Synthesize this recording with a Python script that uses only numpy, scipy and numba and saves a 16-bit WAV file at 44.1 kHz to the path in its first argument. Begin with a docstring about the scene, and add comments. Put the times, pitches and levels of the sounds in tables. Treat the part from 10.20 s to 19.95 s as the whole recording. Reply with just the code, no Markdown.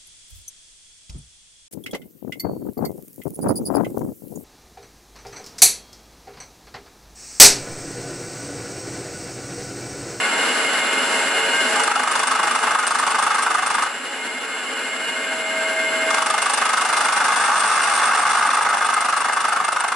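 """A milling machine cuts reliefs beside a bore of a cast-iron engine block. The spindle drive whines, its
inverter sings and the edge brushes the bore. The table feeds in, and from 1.5 s the edge bites once a
turn, crumbling chips that ring block and tool; the block chatters, a chip pings, and at 2.4 s the level
dips briefly. At 3.7 s the cut ends and the table feeds across; a second cut runs from 5.9 s to the end.
The camera's gain control ducks the machine under each cut and creeps back up."""
import sys
import numpy as np
from scipy import signal
from scipy.fft import rfft, irfft
from scipy.io import wavfile
from scipy.ndimage import uniform_filter1d, minimum_filter1d
from numba import njit

SR = 44100
rng = np.random.default_rng(int(sys.argv[2]) if len(sys.argv) > 2 else 0)


def unload_audio(sound):
    """Save the sound as a 16-bit wav file, at the path given as the first command line argument."""
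    columns = np.transpose(np.atleast_2d(sound))
    # keep every value between -1 and 1, then stretch to whole-number steps
    steps = np.round(np.clip(columns, -1, 1) * 32767)
    wavfile.write(sys.argv[1], SR, steps.astype(np.int16))


N = 429975
T = np.arange(N) / SR
FREQ = np.arange(N // 2 + 1) * SR / N

# Stereo spread. Each row: frequency in Hz, side level against mid in dB.
STEREO_WIDTH = [(60, -8), (110, -3.5), (200, -16), (600, -12), (1200, -12.5), (2200, -10), (3600, -4.5),
                (6500, -2.5), (11000, -2)]
# The drive train's rush. Each row: frequency in Hz, relative level in dB.
RUSH_SPECTRUM = [(25, -116), (60, -101), (120, -91), (190, -72.5), (300, -63.5), (600, -61.5),
                 (1000, -62.5), (2000, -60.5), (3200, -69.5), (4400, -71), (6200, -77), (8600, -76.5),
                 (10000, -73.5), (10900, -72)]
# Ring of the drive housing. Each row: pitch in Hz, bandwidth in Hz, relative level in dB.
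HOUSING_MODES = [(257.5, 25, -56.5), (453, 37, -59), (1518, 240, -58), (1567, 190, -57.5), (2836, 91, -57)]
# Whine of bearings and gears. Each row: pitch in Hz, level in dB.
BEARING_TONES = [(444, -40.5), (554.5, -41.5), (646.0, -42), (748.3, -41.5), (829.0, -38), (931.3, -36.5),
                 (1106, -38), (1238, -41.5), (1303, -39), (1394, -38), (1486, -33), (1663, -38),
                 (1857, -45), (1938, -52), (2218, -41.5), (2412, -42), (2492, -43.5), (2692, -41),
                 (2778, -41.5), (2875, -37.5), (2966, -37.5), (3009, -43), (3435, -43.5), (4167, -44.5),
                 (4350, -51)]
# The inverter's switching sidebands. Each row: pitch in Hz, relative level in dB.
INVERTER_TONES = [(6923, -54), (7327, -56), (7379, -47.5), (7429, -47.5), (7479, -50.5), (7581, -44),
                  (7634, -54), (7682, -50), (7784, -54), (8140, -58.5)]
# Rasp of the edge brushing the bore. 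Each row: frequency in Hz, gain in dB.
SKIM_SPECTRUM = [(100, -18), (300, 5.5), (1000, 11), (2000, -10), (4500, 4), (6500, -1.5), (9000, 0.5),
                 (11000, 0)]
# Swells of the upper drive whine. Each row: peak time in seconds, half length in seconds, level in dB.
WHINE_SURGES = [(1.256, 0.35, -34.5), (4.544, .08, -30), (4.89, 0.083, -29.5)]
# The table's runs up to each cut. Each row: time of top speed in seconds, run-up in seconds,
# main tone level in dB, upper tone level in dB.
TABLE_FEEDS = [(1.45, .55, -38, -27), (5.85, 1.64, -25.5, -27.5)]
# Walls the edge meets once a turn; the last two close in on each other and merge.
# Each row: start, end, time of widest arc and run-in, all in seconds, angle at first touch in turns,
# drift in turns per second, widest arc in turns, then relative force, scrape and knock levels in dB.
WALL_CUTS = [(1.53, 3.69, 3.1, 0.077, 0.493, 0.16, 0.45, -13, -19.5, -11.5),
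             (5.88, 10, 7.36, 0.044, 0.51, -0.11, 0.5, -10.5, -16, -14.5),
             (6.55, 10, 8.08, 0.92, -0.266, 0.075, 0.28, -9.5, -17, -7)]
# Ring of the iron block. Each row: pitch in Hz, bandwidth in Hz, relative level in dB.
BLOCK_MODES = [(787, 226, -8), (857, 80, -2), (933, 49, -2.5), (1096, 28, 0), (1233, 100, -1.5),
               (1176, 60, 1.5), (1270, 97, -2), (1450, 133, -9.5), (1424, 130, -8), (1570, 156, -2),
               (1806, 410, -15), (2102, 41, -4), (2420, 57, -27), (2670, 120, -15.5), (2960, 210, -40)]
# Ring of the tool. Each row: pitch in Hz, bandwidth in Hz, relative level in dB.
TOOL_MODES = [(3462, 160, 5), (3725, 17, 9), (4080, 33, 4.5), (4510, 250, -1), (4970, 430, -2),
              (5600, 124, 3), (5900, 350, -3.5), (6650, 130, -4), (7700, 62, 1), (9324, 510, -4),
              (10000, 230, 0), (10760, 220, -6)]
# Broad scrape under the tool's ring. 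Each row: frequency in Hz, relative level in dB.
SCRAPE_SPECTRUM = [(300, -34), (1500, -1), (2800, 5), (3200, -6.5), (6500, -4), (7200, -8), (11000, -17)]
# Squealing bending modes of the edge. Each row: pitch in Hz, bandwidth in Hz, relative level in dB.
EDGE_MODES = [(8543, 170, 5), (9010, 230, 2.5)]
# Low sway of the machine table. Each row: pitch in Hz, bandwidth in Hz, gain in dB.
SWAY_MODES = [(75.4, 8, -30), (185, 50, -44)]


def undb(db):
    """Decibels to gain."""
    return 10 ** (np.asarray(db) / 20)


def slope(points, hz):
    """Gain of a (Hz, dB) curve at the given frequencies."""
    corner_hz, db = np.transpose(points)
    return undb(np.interp(np.log(hz + 1), np.log(corner_hz), db))


def resonances(modes):
    """Gain of overlapping modes, summed in power; the skirts fall away an octave or so from each."""
    power = 0
    for hz, width, db in modes:
        peak = undb(2 * db) / (1 + ((FREQ - hz) * 2 / width) ** 2)
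        power += peak / (1 + np.log2((FREQ + 1) / hz) ** 2) ** 2
    return np.sqrt(power)


def colour(x, gain):
    """Minimum-phase filter, so that resonances ring after each blow."""
    cepstrum = irfft(np.log(gain + 1e-9), N)
    fold = np.where(np.arange(N) < N // 2, 2., 0.)
    fold[0] = 1
    response = irfft(np.exp(rfft(cepstrum * fold)), N)[:4096]
    return signal.fftconvolve(x, response[None], axes=1)[:, :N]


def stereo(pair, gain, side_db=0):
    """Colours two unrelated signals as mid and side; the treble spreads wider than the midrange."""
    mid = colour(pair[:1], gain)
    side = colour(pair[1:], gain * slope(STEREO_WIDTH, FREQ)) * undb(side_db)
    return np.vstack([mid + side, mid - side])


def unit_power(gain):
    """Scales a filter so that it keeps the power of white noise."""
    return gain / np.sqrt(np.mean(gain ** 2))


def wander(rate):
    """Random drift with a spread near 1, gliding to a new value `rate` times a second."""
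    return 1.2 * np.interp(T * rate, np.arange(4000), rng.standard_normal(4000))


def ramp(start, length):
    """A straight fade-in, 0-1."""
    return np.clip((T - start) / length, 0, 1)


def swell(peak, half_length):
    """A smooth rise and fall, 0-1."""
    return np.exp(-((T - peak) / half_length) ** 2)


def hiss():
    """Two white noises of 0 dB per Hz."""
    return rng.standard_normal((2, N)) * np.sqrt(SR / 2)


def tone(hz, db, rough, flutter_hz):
    """A machine tone that wavers in level and phase, with left and right out of step."""
    flutter = 1 + rough * wander(flutter_hz) + 1j * rough * wander(flutter_hz)
    wave = flutter * np.exp(1j * (2 * np.pi * hz * T + rng.uniform(0, 2 * np.pi)))
    mid = wave.imag
    side = slope(STEREO_WIDTH, hz) * wave.real * rng.choice([-1, 1])
    return np.array([mid + side, mid - side]) * undb(db) * np.sqrt(2 / (1 + 2 * rough ** 2))


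def engaged(start, end, run_in, run_out=0.039):
    """How far the edge is into a wall, 0-1."""
    return ramp(start, run_in) * (1 - ramp(end - run_out, run_out))


def table_speed(fastest, run_up, slowing_s=0.43):
    """The table gathers speed smoothly, then slows as the cutter meets the iron; 0-1."""
    rise = np.sin(np.pi / 2 * ramp(fastest - run_up, run_up)) ** 2
    return rise * np.exp(-np.maximum(T - fastest, 0) / slowing_s)


def gear_whine(hz=2125.4, throb_hz=12.65, settle_s=0.58):
    """The gear throbs against a weaker sideband; a cut's load quiets it, the long traverse lifts it."""
    load = np.max([engaged(start, end + settle_s / 2, settle_s) for start, end, *_ in WALL_CUTS], axis=0)
    traverse = np.sqrt(table_speed(*TABLE_FEEDS[-1][:2]))
    db = -30 - 5 * load + 4.5 * traverse
    whine = tone(hz, db, rough=0.51, flutter_hz=54.9)
    return whine + tone(hz + throb_hz, db - 5, rough=0.38, flutter_hz=31.1)


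def spindle():
    """The bed: a rushing drive train, rough bearings, the gear whine and the inverter's clean song."""
    rush_gain = np.hypot(slope(RUSH_SPECTRUM, FREQ), resonances(HOUSING_MODES))
    rush = stereo(hiss() * undb(1.37 * wander(60)), rush_gain, side_db=0.98)
    bearings = sum(tone(hz, db, rough=1.0, flutter_hz=22 + hz / 130) for hz, db in BEARING_TONES)
    gear = gear_whine()
    inverter = sum(tone(hz, db, rough=0.24, flutter_hz=21.9) for hz, db in INVERTER_TONES)
    return undb(1.2) * rush + bearings + gear + undb(5) * inverter


def skim(wave_hz=1.8, wave_db=4.5, crest_s=0.367, fade_s=0.22):
    """The edge brushes the bore in slow waves of fine rasp, fading out at the first bite."""
    waves = wave_db * np.cos(2 * np.pi * wave_hz * (T - crest_s))
    level = undb(-78.5 + waves + 0.74 * wander(150))
    fade = 1 - ramp(WALL_CUTS[0][0], fade_s)
    return stereo(hiss() * level * fade, slope(SKIM_SPECTRUM, FREQ))


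def upper_whine(hz=2872, rest_db=-42):
    """The faint upper whine of the drive surges now and then."""
    level = undb(rest_db) + sum(undb(db) * swell(peak, half) for peak, half, db in WHINE_SURGES)
    return level * tone(hz, 0, rough=0.93, flutter_hz=33.5)


def feed_servo(main_hz=646.2, upper_hz=1583, creep_db=-46, upper_creep_db=-41):
    """The table's servo sings as it speeds across the bore, and hums on faintly while cutting."""
    main_level, upper_level = undb(creep_db), undb(upper_creep_db)
    for fastest, run_up, main_db, upper_db in TABLE_FEEDS:
        speed = table_speed(fastest, run_up)
        main_level = np.hypot(main_level, speed * undb(main_db))
        upper_level = np.hypot(upper_level, speed * undb(upper_db))
    main = main_level * tone(main_hz, 0, rough=0.12, flutter_hz=20)
    return main + upper_level * tone(upper_hz, 0, rough=1.0, flutter_hz=27.9)


def bite(cut, turn_hz=25.3, narrow_arc=0.13, entry_turns=0.085, exit_turns=0.2, knock_turns=0.09):
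    """Once a turn the edge snaps into a wall and eases out: force, scrape, squeal and knock envelopes."""
    start, end, widest_at, run_in, angle, drift, widest_arc, force_db, scrape_db, knock_db = cut
    age = np.clip(T - start, 0, end - start)
    turns = turn_hz * T - angle - drift * age
    turn_index = np.round(turns).astype(int)
    offset = turns - turn_index
    # the arc in the iron opens and closes as the cutter passes through the wall
    arc = narrow_arc + (widest_arc - narrow_arc) * swell(widest_at, 1.5)
    inside = np.minimum((arc / 2 + offset) / entry_turns, (arc / 2 - offset) / exit_turns)
    cutting = engaged(start, end, run_in)
    contact = np.sqrt(np.clip(0.5 + inside, 0, 1)) * cutting
    load_db = 1.56 * age + 0.5 * wander(6.2)  # the bite deepens and meets hard spots
    depth, grip, place = rng.standard_normal((300, 3))[turn_index].T  # fresh every turn
    depth_db = 2 * depth + 0.66 * age * (-1.) ** turn_index  # deep and light bites come to alternate
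    force = contact * undb(force_db + load_db + 0.4 * depth_db)
    scrape = contact * undb(scrape_db + 0.33 * age + 1.4 * grip)
    squeal = scrape * undb(1.2 * grip - 0.98 * depth_db)  # light bites squeal most
    break_at = arc * (0.053 + 0.25 * place)  # the biggest chip lets go near mid-arc
    pulse = np.exp(-((offset - break_at) / knock_turns) ** 2)
    knock = pulse * undb(knock_db + load_db + depth_db) * cutting
    return force, scrape, squeal, knock


def chips(rate, spread_db):
    """Brittle iron breaks off in a dense run of uneven snaps; power 1."""
    snaps = (rng.random((2, N)) < rate / SR) * rng.choice([-1, 1], (2, N))
    snaps = snaps * undb(spread_db * rng.standard_normal((2, N)))
    return snaps / snaps.std()


def cabinet(x, wet_db, t60):
    """The sheet-metal cabinet fills the gaps between bites with a short diffuse tail."""
    t = T[:SR // 2]
    tail = rng.standard_normal((2, len(t))) * np.exp(-np.log(1000) * t / t60) * np.minimum(t / 0.015, 1)
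    tail *= undb(wet_db) / np.sqrt(np.sum(tail ** 2, axis=1, keepdims=True))
    return x + signal.fftconvolve(x, tail, axes=1)[:, :N]


def block_ring(force, lag_s=0.0008):
    """Crumbling chips ring the heavy block, which takes a moment to get going."""
    push = np.interp(T - lag_s, T, force)
    crumble = cabinet(push * chips(rate=7000, spread_db=1.5), wet_db=-4.8, t60=0.35)
    low_body = resonances([(208, 61, -8)])
    return stereo(crumble, np.hypot(unit_power(resonances(BLOCK_MODES)), low_body), side_db=0.8)


def shudder(knock, hz=1230, pitch_spread=0.065):
    """Each knock shakes the cutter for a few cycles."""
    pitch = hz * (1 + pitch_spread * wander(110))
    shake = knock * np.sin(2 * np.pi * np.cumsum(pitch) / SR)
    return cabinet(np.array([shake, shake]), wet_db=-4, t60=0.23)


def tool_ring(scrape, squeal):
    """The bright top, a touch to the left: chips ring the thin tool and set its edge squealing."""
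    grit = cabinet(scrape * chips(rate=9000, spread_db=2.5), wet_db=-4, t60=0.217)
    tool_gain = unit_power(np.hypot(resonances(TOOL_MODES), slope(SCRAPE_SPECTRUM, FREQ)))
    tool = stereo(grit, tool_gain, side_db=1)
    edge_gain = unit_power(resonances(EDGE_MODES))
    edge = stereo(squeal * chips(rate=9000, spread_db=-1), edge_gain, side_db=-6)
    return (undb(-2.5) * tool + undb(-5.5) * edge) * undb([[0.7], [-0.7]])


def cutter():
    """The bites in all walls, summed in power, drive block and tool; their force sways the table."""
    bites = np.array([bite(cut) for cut in WALL_CUTS])
    force, scrape, squeal, knock = np.sqrt(np.sum(bites ** 2, axis=0))
    sway = colour(force[None], resonances(SWAY_MODES))
    return undb(-0.4) * block_ring(force) + shudder(knock) + tool_ring(scrape, squeal) + sway


def chatter(peak_s=1.72, half_length_s=0.15, hz=833, db=-22.5):
    """One mode of the block sings until the edge has settled into the first cut."""
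    return swell(peak_s, half_length_s) * tone(hz, db, rough=1.0, flutter_hz=50.7)


def chip_ping(start_s=1.72, hz=2600, db=-14, t60=0.054):
    """A flung chip strikes the casting and rings briefly."""
    age = np.maximum(T - start_s, 0)
    envelope = ramp(start_s, 0.001) * np.exp(-np.log(1000) * age / t60)
    return undb(db) * envelope * np.sin(2 * np.pi * hz * age)


def scene():
    """The running machine and its cuts."""
    machine = spindle() + upper_whine() + feed_servo()
    return machine + skim() + cutter() + chatter() + chip_ping()


@njit
def follow(size, attack, release):
    """Level detector that rises fast and sinks slowly."""
    out, level = np.empty(len(size)), 0.
    for i in range(len(size)):
        level += (size[i] - level) * attack if size[i] > level else -level * release
        out[i] = level
    return out


def record(dry, ceiling_db=-13.5, attack_s=0.0048, release_s=3.47,
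           peak_db=-6.5, peak_release_s=0.066, top_hz=11050):
    """The camera holds the level under a ceiling, recovers slowly, catches peaks and cuts the top."""
    rms = np.sqrt(np.abs(uniform_filter1d(np.mean(dry ** 2, axis=0), size=300)))
    held = follow(rms, 1 / (attack_s * SR), 1 / (release_s * SR))
    ducked = dry * np.minimum(1, undb(ceiling_db) / (held + 1e-9))
    peaks = follow(np.abs(ducked).max(axis=0), 1., 1 / (peak_release_s * SR))
    limiter = np.minimum(1, undb(peak_db) / (peaks + 1e-9))
    limiter = uniform_filter1d(minimum_filter1d(limiter, size=64), size=64)
    dip = undb(-7 * swell(2.4, 0.0085))  # the level dips briefly
    lowpass = signal.ellip(12, 0.2, 70, top_hz, fs=SR, output="sos")
    return signal.sosfilt(lowpass, ducked * limiter * dip)


dry = scene()
out = record(dry)
unload_audio(out)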